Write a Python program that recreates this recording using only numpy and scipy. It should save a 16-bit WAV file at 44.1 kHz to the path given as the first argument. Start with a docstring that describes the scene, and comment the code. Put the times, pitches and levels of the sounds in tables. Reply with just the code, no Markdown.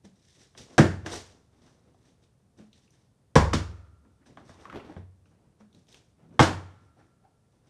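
"""Flipping a water bottle

A partly filled plastic bottle is flipped three times over a wooden table in a furnished room, lands with
a thud, bounces, is picked up and set down. Pushes and clicks ring the modes of table and wall; shaped noise
and short ringing drops make rumble, slosh and rustle; crackles snap and gliding sines gulp.
Decaying noise in bands is the room, over a steady noise hum."""
import sys
import numpy as np
from scipy import signal
from scipy.fft import rfft, irfft, next_fast_len
from scipy.io import wavfile

SR = 44100
rng = np.random.default_rng(int(sys.argv[2]) if len(sys.argv) > 2 else 0)


def waveform_to_disk(signal):
    """Save audio, clipped to [-1, 1], as 16-bit WAV at the path in sys.argv[1]."""
    frames = np.transpose(np.atleast_2d(signal))
    scaled = np.clip(frames, -1, 1) * 32767
    samples = np.round(scaled).astype(np.int16)
    wavfile.write(sys.argv[1], SR, samples)


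N = 339129

# steady room hum: (frequency [Hz], relative density [dB per Hz])
HUM_SPECTRUM = [(15, -35.5), (25, -15.5), (75, 1.5), (125, 4), (221, -7), (297, -18.5), (421, -12),
                (2480, -31), (3520, -31), (7080, -32), (9260, -30), (12800, -43.5), (15400, -53)]
HUM_DB = -64  # rms

# movements of hand, bottle and water, each swelling to a peak and dying away:
# (peak time [s], rise over 20 dB [s], fall over 20 dB [s],
#  rumble of arms and chair [dB], sloshing water [dB], fine spray and rustle [dB])
MOVES = [(0.052, 0.017, 0.025, -48.5, -54, -57), (0.2, 0.15, .06, -67, -77, -69.5),
         (0.28, 0.11, 0.35, -77, -81, -63), (0.413, 0.1, 0.097, -59, -61.5, -60),
         (0.58, .012, 0.06, -54, -50.5, -44), (0.605, 0.039, 0.06, -45.5, -52.5, -48.5),
         (0.72, .15, .15, -56, -53.5, -62.5), (1.063, 0.02, .07, -47, -37, -58),
         (1.13, 0.041, 0.097, -41, -35.5, -36), (1.289, .1, 0.21, -65.5, -58, -65),
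         (1.665, 0.15, 0.21, -59, -59, -66), (1.53, .02, 0.14, -72, -65.5, -75),
         (1.88, 0.07, 0.11, -58.5, -64.5, -78.5), (2.08, .12, 0.1, -80, -63, -67.5),
         (2.235, 0.038, 0.065, -67.5, -67.5, -69.5), (2.591, .025, 0.085, -50, -55, -62.5),
         (2.77, 0.069, 0.21, -66.5, -71, -67.5), (2.941, 0.048, 0.19, -78, -68, -70),
         (3.7, 0.12, 0.19, -56.5, -52.5, -74.5), (4.059, 0.059, .15, -57.5, -73, -86.5),
         (4.22, .02, .03, -56.5, -60, -84), (4.265, 0.012, .12, -61.5, -58, -62.5),
         (4.3, .04, 0.073, -50, -61.5, -72.5), (4.39, 0.044, 0.13, -47.5, -64, -74),
         (4.49, 0.12, 0.28, -64, -56.5, -64), (4.61, 0.11, 0.22, -73, -50.5, -66),
         (4.764, 0.08, 0.057, -37.5, -37.5, -63), (4.85, 0.021, 0.1, -51, -46, -70.5),
         (4.91, 0.07, 0.072, -47, -47.5, -68), (4.97, 0.0091, 0.041, -37, -58.5, -64),
         (5.26, 0.018, 0.0986, -61, -76, -78.5), (5.315, 0.013, 0.25, -68, -67, -88),
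         (5.45, .1, 0.13, -62.5, -72, -96), (5.609, 0.021, 0.034, -61, -53.5, -66.5),
         (5.749, 0.028, 0.15, -54.5, -72, -69), (5.89, .015, 0.19, -70.5, -66, -62),
         (5.945, 0.065, .13, -64, -59, -65.5), (6.192, 0.038, 0.27, -71.5, -66, -85.5),
         (6.24, 0.068, 0.061, -51.5, -68, -88), (6.341, 0.094, 0.18, -49, -62, -75),
         (6.6, .1, 0.22, -61.5, -53, -74), (6.85, .1, .1, -63, -83, -79),
         (6.994, 0.055, .13, -60.5, -60, -76), (7.25, .05, 0.063, -73, -66.5, -86),
         (7.527, .03, .2, -68.5, -74.5, -78.5), (7.68, 0.073, 0.075, -66.5, -63.5, -72)]
# floor between movements: (rumble [dB], slosh [dB], rustle [dB])
FIDGET_DB = (-71, -82, -92.5)
FIDGET_SWING_DB, FIDGET_RATE_HZ = 2.5, 2.7
BUBBLE_CYCLES = 6  # cycles for a bubble to fall 60 dB
# fine spray: (frequency [Hz], relative density [dB per Hz])
SPRAY_SPECTRUM = [(1060, -30.5), (1800, -2), (2340, -7.5), (3010, -6.5), (3700, 1), (4380, -7.5),
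                  (5950, 2.5), (7000, -13), (8380, -5.5), (15400, -47)]

# room decay: (frequency [Hz], t60 [s])
ROOM_T60 = [(60, 1), (250, 0.24), (1000, 0.37), (3000, 0.32), (8000, 0.33), (14000, 0.067)]
# room level: (frequency [Hz], reverberation level [dB])
ROOM_DB = [(60, -21.5), (250, -6.5), (1000, -5), (3000, -2), (8000, -3.5), (14000, -11)]
LATE_TAIL_DB, LATE_TAIL_STRETCH = -20, 2.2  # weaker, slower decay from adjoining spaces

# soft low hollow knocks: (time [s], peak [dB], pitch [Hz])
KNOCKS = [(0.049, -46.5, 189), (2.593, -44.5, 214.9), (5.6, -47.5, 210.3), (5.756, -55, 176.7),
          (6.215, -56.5, 231.3), (6.238, -57, 167.2), (6.305, -50, 181)]
KNOCK_SWELL_T60_S, KNOCK_T60_S = 0.06, 0.26

# single snaps of the plastic wall: (time [s], level [dB], pitch [Hz])
SNAPS = [(0.416, -46, 890), (0.783, -1.5, 1565), (1.062, -20.5, 1720), (1.094, -31, 2150),
         (1.135, -25, 895), (1.637, -60.5, 5500), (1.67, -58.5, 2800), (1.946, -51.5, 700),
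         (1.988, -61, 3900), (2.08, -57.5, 4600), (2.24, -64, 3090), (2.73, -43.5, 3640),
         (2.878, -56.5, 2745), (2.906, -50.5, 5900), (2.94, -57.5, 1665), (3.361, -2.5, 995),
         (3.532, -11.5, 1220), (4.051, -56.5, 1004), (4.259, -50, 1580), (4.602, -56, 5540),
         (4.654, -31.5, 1130), (4.699, -29.5, 1290), (4.727, -27.5, 1070), (4.799, -33.5, 1250),
         (4.896, -38.5, 790), (5.257, -51, 1500), (5.728, -50.5, 3630), (5.747, -45, 3940),
         (5.869, -53, 3820), (5.885, -48, 3190), (5.926, -39.5, 3780), (5.944, -32.5, 3130),
         (6.394, -18, 1110), (7.01, -55, 773), (7.25, -49.5, 771)]
SNAP_CYCLES = 21.0  # cycles for the main ring to fall 60 dB
CRACKLE_S = 0.002  # decay time constant

# bottle on table: (time [s], blow level [dB], then relative to it: table frame [dB], table boom [dB],
#  table wood [dB], bottle wall [dB], splash [dB]; crumpling time constant [ms],
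#  brightness [dB per octave]; relative again: hollow note [dB], after-ring [dB])
BLOWS = [(0.55, -55, -28, -27.5, 5, 3, -25, 4.2, -1.3, -25, -30),
         (0.78, 4.5, -32.5, -21, -26, -22, -22.5, 9.3, -3, -28, -34.5),
         (0.788, -1, -37, -29.5, -7.5, -14, -28.5, 15, -1.3, -9, -35.5),
         (1.062, -17.5, -37, -36, -33, -21, -20.5, 18.6, -0.7, -19.5, -35),
         (3.355, -7.5, -23.5, -22, 0, -10.5, -14, 14.3, -0.74, -22, -21),
         (3.362, 3, -18, -19.5, -31.5, -19, -31.5, 11.6, -1.2, -36.5, -18),
         (3.534, -10.5, -23.5, -13.5, -9.5, -12.5, -13, 13.8, 1, -17.5, -13.5),
         (4.372, -43, -33, -25, -35, -1, -20.5, 7.2, -1.1, -25, -25),
         (4.493, -44, -17, -7, -6, -5, -28, 26, -0.62, -22, -15),
         (4.964, -36, -29, -7, -19, -12.5, -40, 5.6, -1.46, -18, -21),
         (4.976, -39.5, -11, 0, -8.5, -28, -42, 6.7, -1.6, -13, -8.5),
         (6.393, 3, -32.5, -30, -15.5, -11.5, -24, 11.3, -0.38, -23.5, -22.5),
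         (6.401, -4, -31.5, -22, -6.5, -11.5, -20.5, 23, -2.9, -10.5, -19),
         (6.426, -5.5, -33.5, -20, -17.5, -17.5, -18.5, 11.7, 0.2, -16, -19.5)]
# table swaying on its legs: (frequency [Hz], level [dB], t60 [s])
FRAME = [(41, -8, 0.57), (71, 0.5, 0.85)]
# table top as a whole: (frequency [Hz], level [dB], t60 [s])
BOOM = [(92.4, 0.5, .7)]
# wood modes of the table: (frequency [Hz], level [dB], t60 [s])
WOOD = [(129, 1, 0.065), (155.8, -1, 0.17), (217.5, -3, 0.11), (250, -2.5, 0.074), (300, -6, 0.07),
        (392, -3.5, 0.026), (450, 0.5, .05), (528, -1, 0.06)]
# bottle wall modes: (frequency [Hz], level [dB], t60 before the limit below [s])
WALL = [(666, 2.5, 0.027), (836, 0.5, 0.024), (1066, 3, 0.02), (1266, 1.5, 0.012), (1599, -3.5, 0.06),
        (1897, -0.5, 0.01), (2220, -5.5, 0.015), (3290, -5, 0.013)]
LONGEST_WALL_T60_S = 0.035
# a hollow note that some landings wake, perhaps the air in the bottle:
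# (frequency [Hz], level [dB], t60 [s])
HOLLOW = [(325.5, 4, 0.24)]
# a faint ring outlasts hard blows: (frequency [Hz], level [dB], t60 [s])
AFTER_RING = [(1222, -45, 1.8), (1260, -48, 1.4), (1292, -46, 1.6), (1357, -46, 2.2), (1366, -45, 2.2),
              (1443, -47, 1.4)]
# water thrown about by a blow: (frequency [Hz], relative density [dB per Hz])
SPLASH_SPECTRUM = [(880, -32), (1500, -2.5), (2170, -12), (2490, -10.5), (3750, -7), (4430, -13.5),
                   (5650, -6), (6870, -16), (8350, -16), (15400, -59.5)]

# water gulps as the bottle is tipped or held:
# (time [s], peak [dB], start pitch [Hz], end pitch [Hz], length [s])
GULPS = [(4.737, -43.5, 1494, 347.5, .055), (4.796, -51, 3000, 2480, 0.0173),
         (4.889, -35.5, 287, 330, 0.021), (6.958, -63.5, 705, 792, .04), (6.988, -67, 1705, 1766, 0.025),
         (7.231, -57, 760, 790, 0.042)]

CUTOFF_HZ = 15600  # 70 dB down from here up


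def from_db(db):
    """Decibels to gain."""
    return 10 ** (np.asarray(db) / 20)


def rms_one(x):
    """Scale to unit power."""
    return x / np.sqrt(np.mean(x ** 2) + 1e-20)


def at_hz(points, hz):
    """Read a curve on a log-frequency axis."""
    curve = np.array(points)
    return np.interp(np.log(np.maximum(hz, 1)), np.log(curve[:, 0]), curve[:, 1])


def colour(x, spectrum):
    """Shape white noise or grains by a spectrum; rms 1."""
    size = next_fast_len(N)
    gain = from_db(at_hz(spectrum, np.fft.rfftfreq(size, 1 / SR)))
    return rms_one(irfft(rfft(x, size) * gain, size)[:N])


def band(kind, hz, x):
    """Second-order Butterworth filter."""
    return signal.sosfilt(signal.butter(2, hz, kind, fs=SR, output="sos"), x)


def ring(force, hz, t60):
    """A damped resonance: a unit click sets a decaying sine of starting height 1 ringing."""
    r, w = from_db(-60 / (t60 * SR)), 2 * np.pi * hz / SR
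    return signal.lfilter([0, np.sin(w)], [1, -2 * r * np.cos(w), r * r], force + 1e-18)


def strike(force, modes, tilt_db=0., longest_s=np.inf):
    """One force rings every mode of a body, signs alternating; tilt in dB per octave about the middle mode."""
    middle_hz = modes[len(modes) // 2][0]
    out = 0
    for k, (hz, db, t60) in enumerate(modes):
        gain = from_db(db + tilt_db * np.log2(hz / middle_hz))
        out = out + (-1) ** k * gain * ring(force, hz, min(t60, longest_s))
    return out


def grains(per_s, spread_db):
    """Random clicks of uneven size and sign."""
    sizes = from_db(spread_db * np.minimum(rng.exponential(1, N), 5))
    signs = rng.choice([-1, 1], N)
    return sizes * signs * (rng.random(N) < per_s / SR)


def drift(rate_hz):
    """Slow chance: noise at every 40th sample through a double one-pole low-pass; rms 1."""
    r = np.exp(-2 * np.pi * rate_hz * 40 / SR)
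    noise = rng.standard_normal(N // 40 + 2002)
    slow = signal.lfilter([1], [1, -2 * r, r * r], noise)[2000:]  # skip the filter's start
    return np.interp(np.arange(N) / 40, np.arange(len(slow)), rms_one(slow))


def add(track, s, sound):
    """Mix a sound into the track at s seconds."""
    i = round(s * SR)
    track[..., i:i + sound.shape[-1]] += sound


def hum():
    """Steady room hum: noise shaped by a mostly low spectrum."""
    return from_db(HUM_DB) * colour(rng.standard_normal(N), HUM_SPECTRUM)


def movement_gains():
    """Gains of rumble, slosh and rustle: a drifting floor plus the power of each movement's swell."""
    t = np.arange(N) / SR
    swing = FIDGET_SWING_DB * np.array([drift(FIDGET_RATE_HZ) for _ in FIDGET_DB])
    power = from_db(np.array(FIDGET_DB)[:, None] + swing) ** 2
    for s, rise_s, fall_s, *levels_db in MOVES:
        away = np.maximum((s - t) / rise_s, (t - s) / fall_s)
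        swell = from_db(-20 * np.minimum(away, 10))
        power = power + np.outer(from_db(levels_db) ** 2, swell ** 2)
    return np.sqrt(power)


def rumble():
    """Arms and chair: low noise, 70 to 300 Hz; rms 1."""
    return rms_one(band("band", [70, 300], rng.standard_normal(N)))


def slosh():
    """Water: random drops ring short bubbles at 16 pitches over three and a half octaves; rms 1."""
    drops, dealt = grains(2400, spread_db=2.5), rng.integers(0, 16, N)
    out = np.zeros(N)
    for k, hz in enumerate(np.geomspace(320, 3600, num=16)):
        flicker = from_db(3.1 * np.clip(drift(17), -2, 2))
        out += ring(drops * (dealt == k) * flicker, hz, BUBBLE_CYCLES / hz) / hz ** 0.33
    return rms_one(out)


def spray():
    """Fine spray and rustle: clicks whose strength drifts, so droplets come in clumps; rms 1."""
    clumps = from_db(3 * drift(40))
    return colour(grains(6400, spread_db=3.0) * clumps, SPRAY_SPECTRUM)


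def handling():
    """Every movement sets its own balance of rumble, slosh and spray."""
    return np.sum(movement_gains() * [rumble(), slosh(), spray()], axis=0)


def room(x):
    """Diffuse field by third octaves: sound energy is stored, leaks away by the t60 and is heard as noise."""
    edges, out = 45 * 2 ** (np.arange(26) / 3), 0
    white = rng.standard_normal((2, N))
    for k, (low, high) in enumerate(zip(edges, edges[1:])):
        hz = np.sqrt(low * high)
        fed, noise = band("band", [low, high], [x, white[k % 2]])
        keep = from_db(-120 / (at_hz(ROOM_T60, hz) * SR))  # energy kept per sample: 60 dB of power per t60
        energy = signal.lfilter([1 - keep], [1, -keep], fed ** 2 + 1e-18)
        keep_late = keep ** (1 / LATE_TAIL_STRETCH)
        late = signal.lfilter([1 - keep_late], [1, -keep_late], energy)
        energy = energy + from_db(LATE_TAIL_DB) ** 2 * late
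        out = out + from_db(at_hz(ROOM_DB, hz)) * np.sqrt(energy) * rms_one(noise)
    return out


def knocks():
    """Soft low hollow knocks: two resonances at one pitch in a row make a ring swell before it decays."""
    out, click = np.zeros(N), np.eye(1, SR // 4)[0]
    for s, db, hz in KNOCKS:
        knock = ring(ring(click, hz, KNOCK_T60_S), hz, KNOCK_SWELL_T60_S)
        add(out, s, from_db(db) * knock / knock.max())
    return out


def snaps():
    """The plastic wall snaps: a short crackle of noise rings one pitch and a weaker one 1.6 times higher."""
    out, t = np.zeros(N), np.arange(SR // 4) / SR
    for s, db, hz in SNAPS:
        crackle = rng.standard_normal(len(t)) * np.exp(-t / CRACKLE_S)
        crackle = band("high", 0.7 * hz, crackle)
        crackle = crackle / np.sqrt(np.sum(crackle ** 2))
        main = ring(crackle, hz, SNAP_CYCLES / hz)
        upper = ring(crackle, 1.6 * hz, 0.55 * SNAP_CYCLES / hz)
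        add(out, s, from_db(db) * (main + 0.5 * upper))
    return out


def blows():
    """One push drives the table; the wall buckles in uneven clicks and water splashes as the bottle crumples."""
    t = np.arange(SR // 2) / SR
    push, out = np.eye(1, len(t))[0], np.zeros(N)
    long_bodies = (FRAME, BOOM, HOLLOW, AFTER_RING)
    pushes = np.zeros((len(long_bodies), N))  # whole-length forces, so these can ring on
    buckling = grains(2500, spread_db=3.5)
    splash = colour(rng.standard_normal(N), SPLASH_SPECTRUM)
    for (s, db, frame_db, boom_db, wood_db, wall_db, splash_db,
         crumple_ms, tilt_db, hollow_db, after_db) in BLOWS:
        here = slice(round(s * SR), round(s * SR) + len(t))
        fade = np.exp(-t * 1000 / max(crumple_ms, 1)) * (1 - np.exp(-t / 0.000075))
        clatter = buckling[here] * fade
        clatter = clatter / np.sqrt(np.sum(clatter ** 2) + 1e-9)
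        levels_db = db + np.array([[frame_db], [boom_db], [hollow_db], [after_db]])
        add(pushes, s, from_db(levels_db) * push)
        wood = strike(push + 0.65 * clatter, WOOD, tilt_db)
        wall = strike(1.1 * push + clatter, WALL, tilt_db, LONGEST_WALL_T60_S)
        add(out, s, from_db(db + wood_db) * wood)
        add(out, s, from_db(db + wall_db) * wall)
        add(out, s, from_db(db + splash_db) * fade * splash[here])
    return out + sum(strike(force, modes) for force, modes in zip(pushes, long_bodies))


def gulps():
    """Water gulps: short sines that swell, fade and glide in pitch."""
    out = np.zeros(N)
    for s, db, start_hz, end_hz, length_s in GULPS:
        pitch = np.geomspace(start_hz, end_hz, round(length_s * SR))
        tone = np.sin(2 * np.pi * np.cumsum(pitch) / SR)
        add(out, s, from_db(db) * np.hanning(len(pitch)) * tone)
    return out


def scene():
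    """Everything at the table, its reverberation and the steady hum."""
    near = handling() + knocks() + snaps() + blows() + gulps()
    return (near + room(near) + hum())[None]


def record(dry):
    """The microphone loses the deepest bass, peaks are rounded, the top is cut."""
    heard = band("high", 30, dry)
    rounded = 1.09 * np.tanh(heard / 1.59)
    return signal.sosfilt(signal.cheby2(12, 70, CUTOFF_HZ, fs=SR, output="sos"), rounded)


dry = scene()
out = record(dry)
waveform_to_disk(out)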